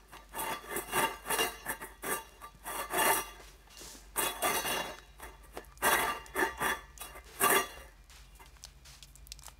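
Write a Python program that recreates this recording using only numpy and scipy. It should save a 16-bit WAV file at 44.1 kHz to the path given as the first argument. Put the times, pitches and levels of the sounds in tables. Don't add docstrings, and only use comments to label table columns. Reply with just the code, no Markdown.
import sys
import numpy as np
from scipy import signal
from scipy.fft import rfft, irfft, next_fast_len
from scipy.io import wavfile

SR = 44100
rng = np.random.default_rng(int(sys.argv[2]) if len(sys.argv) > 2 else 0)


def unload_audio(sound):
    columns = np.transpose(np.atleast_2d(sound))
    steps = np.round(np.clip(columns, -1, 1) * 32767)
    wavfile.write(sys.argv[1], SR, steps.astype(np.int16))


N = 422919

# (frequency [Hz], relative density [dB])
AIR_SPECTRUM = [(53, -11), (90, 3), (184, 2), (488, -5.5), (896, -5.5), (2830, -12), (4750, -13),
                (8910, -20), (15000, -23), (16000, -22)]
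# (centre [Hz], width [Hz], level before swell [dB])
DRONE_BANDS = [(61, 9.1, -62), (136.5, 9.3, -71), (2400, 28, -79.5), (2400, 8.7, -90)]
# (time [s], gain [dB])
DRONE_SWELL = [(0, -6), (2, -3), (4, -4), (6, 4), (7.3, 4), (8.3, 0.5), (9.59, 5)]
# (time [s], nominal length [s], level [dB], centre [Hz], body re hiss [dB])
PUFFS = [(3.394, 0.18, -62.5, 5000, 3), (3.70, 0.073, -61, 4470, 1), (3.772, 0.27, -49.5, 5560, -29),
         (4.967, .05, -61, 4000, -8), (7.249, 0.45, -63, 5060, 6), (8.097, 0.16, -61.5, 4500, 5),
         (8.24, 0.032, -66, 3960, -1), (8.35, .04, -60, 9000, -16), (8.397, 0.036, -61.5, 11000, -10),
         (8.454, 0.07, -66.5, 5000, -1), (8.523, 0.15, -74, 6040, 5), (8.66, 0.09, -73.5, 5000, 9),
         (8.845, 0.17, -55, 4500, -3), (9.028, 0.03, -54.5, 4960, -12), (9.07, 0.061, -63.5, 11000, -10),
         (9.169, 0.03, -67, 6000, -3), (9.323, .05, -100.5, 5000, -19), (9.429, 0.1, -59, 8000, -1)]
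# (time [s], relative peak [dB], centre [Hz], body gain [dB])
TICKS = [(0.1344, -46, 2790, 7), (0.1695, -35, 2790, -12), (2.4193, -39, 9750, -2),
         (3.7713, -33.5, 4840, -25), (4.986, -39, 5060, 5), (5.5734, -44, 2530, 15),
         (5.6465, -37, 11800, -22), (5.7234, -54.5, 2610, 11.5), (5.7747, -37, 6240, -20),
         (6.263, -32, 6400, -16), (6.578, -39.5, 7050, -7), (6.977, -30.5, 6100, -26),
         (7.005, -38, 10100, -14), (8.097, -40, 6500, -15), (8.459, -41.5, 3250, -18),
         (8.567, -51.5, 2780, 7), (8.628, -40, 6790, -12), (8.6392, -25, 5600, -30),
         (8.6499, -29, 4270, -10), (9.0259, -30.5, 3370, -29), (9.0838, -50, 3320, -18),
         (9.1553, -31, 7900, -43), (9.1603, -37, 8560, -23), (9.2705, -31, 12100, -38),
         (9.3194, -21.5, 4750, -48), (9.3915, -32.5, 6050, -23), (9.4223, -41, 5150, -5),
         (9.4357, -34, 8290, -22), (9.4555, -34, 6290, -10), (9.4653, -27.5, 7100, -30),
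         (9.483, -38, 3030, 3.5)]
# (time [s], peak [dB], centre [Hz], decay [cycles], wall clank gain [dB])
KNOCKS = [(0.385, -32.5, 789, 3.5, 12), (0.762, -30, 290, 6.5, -3), (1.285, -31, 880, 4.0, 1),
          (1.387, -18.5, 930, 4.8, 8), (1.823, -39, 1190, 4.0, -10), (2.036, -40, 996, 4.0, -11),
          (2.547, -49, 150, 3.6, -7), (3.397, -40.5, 410, 6, -8), (3.674, -46.5, 899, 5.4, -15),
          (3.812, -40.5, 317, 4.4, 7), (3.952, -40, 331, 5.2, -9), (4.161, -30, 1080, 4.7, -11),
          (4.425, -28, 576, 4.7, 12), (5.201, -38.5, 710, 4.0, -11), (5.573, -30.5, 400, 5.9, -15),
          (7.774, -39.5, 507, 5.7, -2)]
# (time [s], relative peak [dB])
SLIPS = [(0.3896, -21), (0.7628, -20), (1.3215, -23), (1.8423, -31), (2.0254, -33), (2.1222, -20),
         (2.9892, -20), (3.0536, -22), (3.1319, -18), (4.177, -21), (4.4225, -19.5), (4.5616, -20),
         (5.6462, -48), (5.7744, -44.5), (5.8417, -26.5), (6.2623, -47), (6.3611, -35), (6.9762, -47),
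         (7.4127, -24), (7.4995, -17)]
MODE_HZ = [376, 451, 538, 610, 708, 903, 1040, 1120, 1177, 1323, 1604, 1750, 1912, 2035, 2064, 2190, 2530,
           2794, 3393, 3863, 4130, 4352, 4527, 4984, 5390, 5785, 6100, 6310, 6660, 8060]
# (pressed width [Hz], gain [dB], free T60 [s])
MODE_RESPONSE = [(33.6, -4, 0.17), (30, -10.5, .4), (25, -12, 0.23), (25.2, -9.5, 0.3), (32.4, -9, 0.47),
                 (20.4, -2.5, 0.22), (22, -12.5, .4), (34, -11, 0.36), (19.8, 0, 0.6), (8.5, -12, 0.57),
                 (32.4, -6.5, 0.47), (43.2, -4, 0.55), (14, -4.5, 0.92), (15, -8.5, 0.98), (20, -5, 0.62),
                 (39, -20, .4), (35, -18.5, 0.2), (33.8, -6, 0.49), (25, -7, 0.29), (20, -13, 1),
                 (11, -17.5, 0.94), (14, -15, 1), (12, -16, 0.51), (17, -19.5, 1), (16, -19, 0.76),
                 (45, -14.5, .5), (19, -17, 0.54), (8.5, -16, .5), (22, -17.5, 0.36), (11, -20.5, .4)]
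# (time [s], favoured pitch [Hz], floor boom gain [dB])
TONGUE_PRESS = [(0.0, 636, 5), (0.58, 845, 3.5), (0.71, 590, 4.5), (0.93, 800, 5), (1.29, 660, 1),
                (1.8, 972, 6.5), (2.18, 626, 4), (2.47, 813, -4), (3.25, 910, 1), (3.5, 454, 4),
                (3.63, 671, 0), (3.92, 492, 11), (4.08, 803, 9), (4.28, 940, -5.5), (4.61, 556, 3),
                (4.81, 653, 7), (5.06, 454, -2), (5.15, 834, -10), (5.3, 910, -4), (5.55, 542, 11),
                (5.7, 998, -1), (6.15, 902, 0), (6.37, 604, 0), (6.64, 850, 2.5), (6.86, 830, -5),
                (7.24, 479, 0), (7.57, 454, -1), (8.0, 720, 2)]
# (frequency [Hz], relative density [dB])
RUMBLE_SPECTRUM = [(120, -57), (250, -14), (400, -19.5), (1000, -11), (1900, -18.5), (2500, -21.5),
                   (4500, -42), (7000, -37), (9000, -36)]
# (frequency [Hz], relative density [dB])
BOOM_SPECTRUM = [(60, -45), (130, -1), (220, -1.5), (400, 0), (1000, -36)]
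# (frequency [Hz], relative density [dB])
GRIT_SPECTRUM = [(5000, -23), (7400, -10), (8500, -1.5), (11500, -0.5), (14000, -2.5), (16000, 0.5)]
# (time [s], push level [dB], wall gain [dB], grit gain [dB])
DRAG_SEGMENTS = [
    [(0.0, -59.5, 1, -13), (0.062, -70, -27, -16), (0.088, -70, -1, 8), (0.138, -46.5, -6.5, -10),
     (0.266, -70, -7, -18), (0.28, -78, 1, -1), (0.346, -41.5, -16, -13), (0.382, -40, -8, 0.5),
     (0.512, -33.5, -10.5, -13), (0.6, -51, -9, -13), (0.784, -35.5, -11.5, -5), (0.864, -53.5, -4.5, -2),
     (0.992, -24, -10.5, -6), (1.096, -42, -8.5, -10.5), (1.216, -57.5, -5.5, -7), (1.288, -36.5, -18, -7),
     (1.332, -28, -3.5, -3.5), (1.376, -38.5, -12, -3), (1.402, -25.5, -2, -7), (1.484, -40.5, -7, -1.5),
     (1.6, -55, 4, -10)],
    [(1.6, -55.5, 5, -16), (1.644, -59, -3, -8), (1.662, -41, -17, -8), (1.708, -40, -10, 2),
     (1.786, -58.5, -2, -10), (1.822, -40.5, -19, -9), (2.01, -74.5, 3, -6), (2.04, -35.5, -11.5, -8.5),
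     (2.12, -33, -9.5, -2.5), (2.216, -55.5, 0.5, -5), (2.396, -63, -5, -8), (2.44, -46.5, -11, -4),
     (2.536, -85, 15, -4), (2.55, -72, -20, -18)],
    [(2.55, -79, -16, -21), (2.58, -74, -8, -7), (2.666, -42.5, -12, -1), (2.804, -37, -7, -2.5),
     (2.886, -55.5, -4, -12), (2.924, -33, -18, -9), (2.986, -28, -8.5, -6), (3.054, -28, -7.5, -5),
     (3.094, -23, -20.5, -9), (3.128, -36.5, -2.5, 3.5), (3.166, -32.5, -5, 0.5), (3.232, -48.5, -1.5, 0),
     (3.386, -56, -5, -13), (3.4, -51, -24, -22), (3.442, -62, 2, -1), (3.662, -70.5, -11, -6),
     (3.676, -56, -24, -26), (3.706, -70, 12, 3), (3.836, -53.5, -7, -16), (3.974, -61, -23, -19),
     (4.1, -66, 0, -6)],
    [(4.1, -75, 7, 4), (4.128, -72, -8, -21), (4.184, -32, -9, 3), (4.242, -30.5, -1.5, -1),
     (4.394, -50.5, -8, -6.5), (4.448, -28.5, -9, -7), (4.6, -36, 1.5, -3.5), (4.638, -46.5, 6, -4),
     (4.646, -30.5, -6, -15), (4.682, -37, 1.5, 2), (4.806, -34, -7.5, -15), (4.898, -41, -6, -14),
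     (4.904, -37, -10, -26), (4.958, -54, -3, -14), (5.15, -71, 1, -11)],
    [(5.15, -77, -9, -4), (5.232, -40.5, -10, -5), (5.384, -68.5, -10, -25), (5.448, -58, -11, 2),
     (5.484, -69, -10, -6), (5.572, -49.5, -8, -2), (5.63, -60, -9, -28), (5.642, -61.5, -8, -12),
     (5.744, -73, -27, -24), (5.78, -105, 19, 21), (5.8, -78, -11, -1)],
    [(5.8, -62, -11, -2), (5.818, -39, -14, -17), (5.844, -27, -10, -6.5), (5.936, -27.5, -4.5, -4),
     (5.95, -27.5, -20, -10.5), (6.004, -31.5, -10, -5.5), (6.084, -32, -12, -15), (6.256, -56.5, -10, -21),
     (6.262, -59, -1, -13), (6.326, -61, -9, -26), (6.368, -34, -16, -8), (6.448, -32.5, -11, -13.5),
     (6.562, -58, -5.5, -22), (6.618, -31, -19, -10), (6.696, -31, -8.5, -8.5), (6.9, -70, -11, -24)],
    [(6.9, -57.5, -3.5, -26), (6.97, -75, -18, -20), (6.972, -73, 3, -22), (7.012, -45.5, 3, 6.5),
     (7.122, -53.5, -10, -13), (7.168, -44, -18, -7), (7.224, -65, -7, -19), (7.376, -51, -7, -3),
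     (7.414, -35.5, -11.5, 3), (7.438, -23.5, -7, -2.5), (7.476, -32, -11, -4.5), (7.512, -22.5, -15, -6),
     (7.57, -25, -6.5, -6.5), (7.656, -48, -1, -8), (7.846, -54.5, -8.5, -7), (8.0, -75, -18, -14)],
    [(8.385, -78, 9, 8), (8.397, -58, -20, -16), (8.411, -51.5, -7, -16), (8.479, -75, -6, 4),
     (8.5, -87, 1, -6)],
]

HUM_HZ, HUM_DB, AIR_DB = 48.4, -58.5, -66
ROOM_BASS_T60_S, ROOM_HALF_T60_HZ, ROOM_GAIN_DB = 0.23, 18000, -24.5
WALL_MODES_FROM_HZ = 2400
FREE_RING_GAIN_DB, SLIP_DECAY_S = -13.5, 0.021


def amp(db):
    return 10 ** (np.asarray(db) / 20)


def unit_rms(x):
    return x / np.sqrt(np.mean(x ** 2) + 1e-20)


def curves(segments):
    times_s, *columns = np.concatenate(segments).T
    return [np.interp(np.arange(N) / SR, times_s, column) for column in columns]


def drift(rate_hz):
    hop, warmup = 40, 2000
    r = np.exp(-2 * np.pi * rate_hz * hop / SR)
    slow = signal.lfilter([1], [1, -2 * r, r * r], rng.standard_normal(N // hop + warmup + 2))[warmup:]
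    return np.interp(np.arange(N) / hop, np.arange(len(slow)), unit_rms(slow))


def resonate(x, hz, width_hz):
    r = np.exp(-np.pi * width_hz / SR)
    feedback = [1, -2 * r * np.cos(2 * np.pi * hz / SR), r * r]
    return signal.lfilter(np.array([1, 0, -1]) * (1 - r * r) / 2, feedback, x + 1e-18)


def colour(x, spectrum):
    size, points = next_fast_len(N), np.array(spectrum)
    hz = np.maximum(np.fft.rfftfreq(size, 1 / SR), 1)
    gain_db = np.interp(np.log(hz), np.log(points[:, 0]), points[:, 1])
    return unit_rms(irfft(rfft(x, size) * amp(gain_db), size)[:N])


def grains(per_s, spread_db):
    sizes = amp(spread_db * np.minimum(rng.exponential(1, N), 4)) * rng.choice([-1, 1], N)
    return unit_rms(sizes * (rng.random(N) < per_s / SR))


def burst(peak_db, hz, decay_cycles):
    t = np.arange(1500) / SR
    drive = rng.standard_normal(len(t)) * np.exp(-t * hz / decay_cycles)
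    drive[0] = np.sqrt(SR / hz)
    wave = resonate(drive, hz, hz / 2.5)
    return amp(peak_db) * wave / np.abs(wave).max()


def add(out, time_s, wave):
    start = round(time_s * SR)
    out[start:start + len(wave)] += wave[:N - start]


def appliance_hum():
    tone_peak = np.sqrt(2) * amp(HUM_DB + 1.8 * drift(2.0))
    tone_hz = HUM_HZ + 1.2 * drift(2.5)
    motor = tone_peak * np.sin(2 * np.pi * np.cumsum(tone_hz) / SR)
    swell_db, = curves([DRONE_SWELL])
    for hz, width_hz, level_db in DRONE_BANDS:
        band = resonate(rng.standard_normal(N), hz, width_hz)
        motor += amp(level_db + swell_db) * unit_rms(resonate(band, hz, 2 * width_hz))
    return motor + amp(AIR_DB + drift(9.0)) * colour(rng.standard_normal(N), AIR_SPECTRUM)


def room_reverb(x):
    size = next_fast_len(N + SR)
    hz = np.fft.rfftfreq(size, 1 / SR)
    t60_s = ROOM_BASS_T60_S / (1 + hz / ROOM_HALF_T60_HZ)
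    lags_s = np.geomspace(0.009, 0.037, num=10)
    loops = (amp(-60 * lag_s / t60_s) * np.exp(-2j * np.pi * hz * lag_s) for lag_s in lags_s)
    response = sum((-1) ** k * loop / (1 - loop) for k, loop in enumerate(loops))
    return irfft(rfft(x, size) * response, size)[:N]


def sniffs_and_pads():
    out = np.zeros(N)
    for time_s, length_s, level_db, hz, body_db in PUFFS:
        progress = np.arange(round(2.1 * length_s * SR)) / (length_s * SR)
        envelope = np.minimum(progress / 0.057, 1) / (1 + (progress / 0.77) ** 6)
        hiss, body = rng.standard_normal((2, len(progress)))
        puff = unit_rms(resonate(hiss, hz, 0.71 * hz))
        puff += amp(body_db) * unit_rms(resonate(body, hz=930, width_hz=2700))
        add(out, time_s, amp(level_db) * envelope * puff)
    return out * amp(0.87 * drift(30.0))


def claw_and_tongue_ticks():
    cracks, bodies = np.zeros((2, N))
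    for time_s, peak_db, hz, body_db in TICKS:
        add(cracks, time_s, burst(peak_db - 2, hz, decay_cycles=12.2))
        add(bodies, time_s, burst(peak_db + body_db, hz=1030, decay_cycles=3.1))
    cracks = signal.sosfilt(signal.butter(3, 2000, "high", fs=SR, output="sos"), cracks)
    faint = resonate(grains(per_s=30, spread_db=4), hz=6900, width_hz=7000)
    return cracks + bodies + amp(-77.5) * unit_rms(faint)


def knocks():
    out = np.zeros(N)
    for time_s, peak_db, hz, decay_cycles, _ in KNOCKS:
        add(out, time_s, burst(peak_db, hz, decay_cycles))
    return out


def slip_envelope():
    onsets = np.zeros(N)
    for time_s, peak_db in SLIPS:
        onsets[round(time_s * SR)] = amp(peak_db - 15)
    return signal.lfilter([1], [1, -np.exp(-1 / (SLIP_DECAY_S * SR))], onsets + 1e-18)


def rim_grit():
    grit = colour(grains(per_s=3500, spread_db=2.5), GRIT_SPECTRUM)
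    upper_hz = np.geomspace(8200, 14000, num=60) * rng.uniform(0.89, 1.005, size=60)
    shimmer = sum(resonate(grit * amp(4 * drift(10.0)), hz, width_hz=40) for hz in upper_hz)
    return unit_rms(grit + amp(1) * shimmer)


def bowl_ring(low_force, wall_force, favoured_hz):
    out = np.zeros(N)
    for k, (hz, (pressed_width_hz, gain_db, t60_s)) in enumerate(zip(MODE_HZ, MODE_RESPONSE)):
        if hz < WALL_MODES_FROM_HZ:
            favour_db = 5.7 / (1 + (np.log2(hz / favoured_hz) / 0.42) ** 2)
            drive = low_force * amp(favour_db + 4 * drift(6.46))
        else:
            drive = wall_force * amp(2.5 * drift(3.0))
        drive = drive * amp(gain_db) * (-1) ** k
        free_width_hz = np.log(1000) / np.pi / t60_s
        free_gain = amp(FREE_RING_GAIN_DB) * np.sqrt(pressed_width_hz / free_width_hz)
        out += resonate(drive, hz, pressed_width_hz) + free_gain * resonate(drive, hz, free_width_hz)
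    return out


def bowl_drag():
    push_db, wall_db, grit_db = curves(DRAG_SEGMENTS)
    favoured_hz, boom_db = curves([TONGUE_PRESS])
    judder = amp(push_db + 1.94 * drift(33.4))
    rumble = amp(-7) * judder * colour(grains(per_s=3000, spread_db=1.5), RUMBLE_SPECTRUM)
    boom = amp(boom_db - 17) * judder * colour(grains(per_s=600, spread_db=1), BOOM_SPECTRUM)
    force = amp(15) * judder * grains(per_s=4000, spread_db=2.5)
    blows = np.zeros(N)
    for time_s, peak_db, _, _, clank_db in KNOCKS:
        blows[round(time_s * SR)] = amp(peak_db + clank_db + 30)
    ring = bowl_ring(force, amp(wall_db + 10) * force + blows, favoured_hz)
    grit_envelope = amp(grit_db - 2) * judder + slip_envelope()
    return rumble + boom + ring + grit_envelope * rim_grit()


def scene():
    near = bowl_drag() + claw_and_tongue_ticks() + knocks() + sniffs_and_pads()
    return np.tile(near + amp(ROOM_GAIN_DB) * room_reverb(near) + appliance_hum(), (2, 1))


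def record(dry):
    pass_hz, stop_hz = 15700, 16800
    trimmed = signal.sosfilt(signal.ellip(10, 0.3, 46, pass_hz, fs=SR, output="sos"), dry)
    return signal.sosfilt(signal.cheby2(16, 40, stop_hz, fs=SR, output="sos"), trimmed)


dry = scene()
out = record(dry)
unload_audio(out)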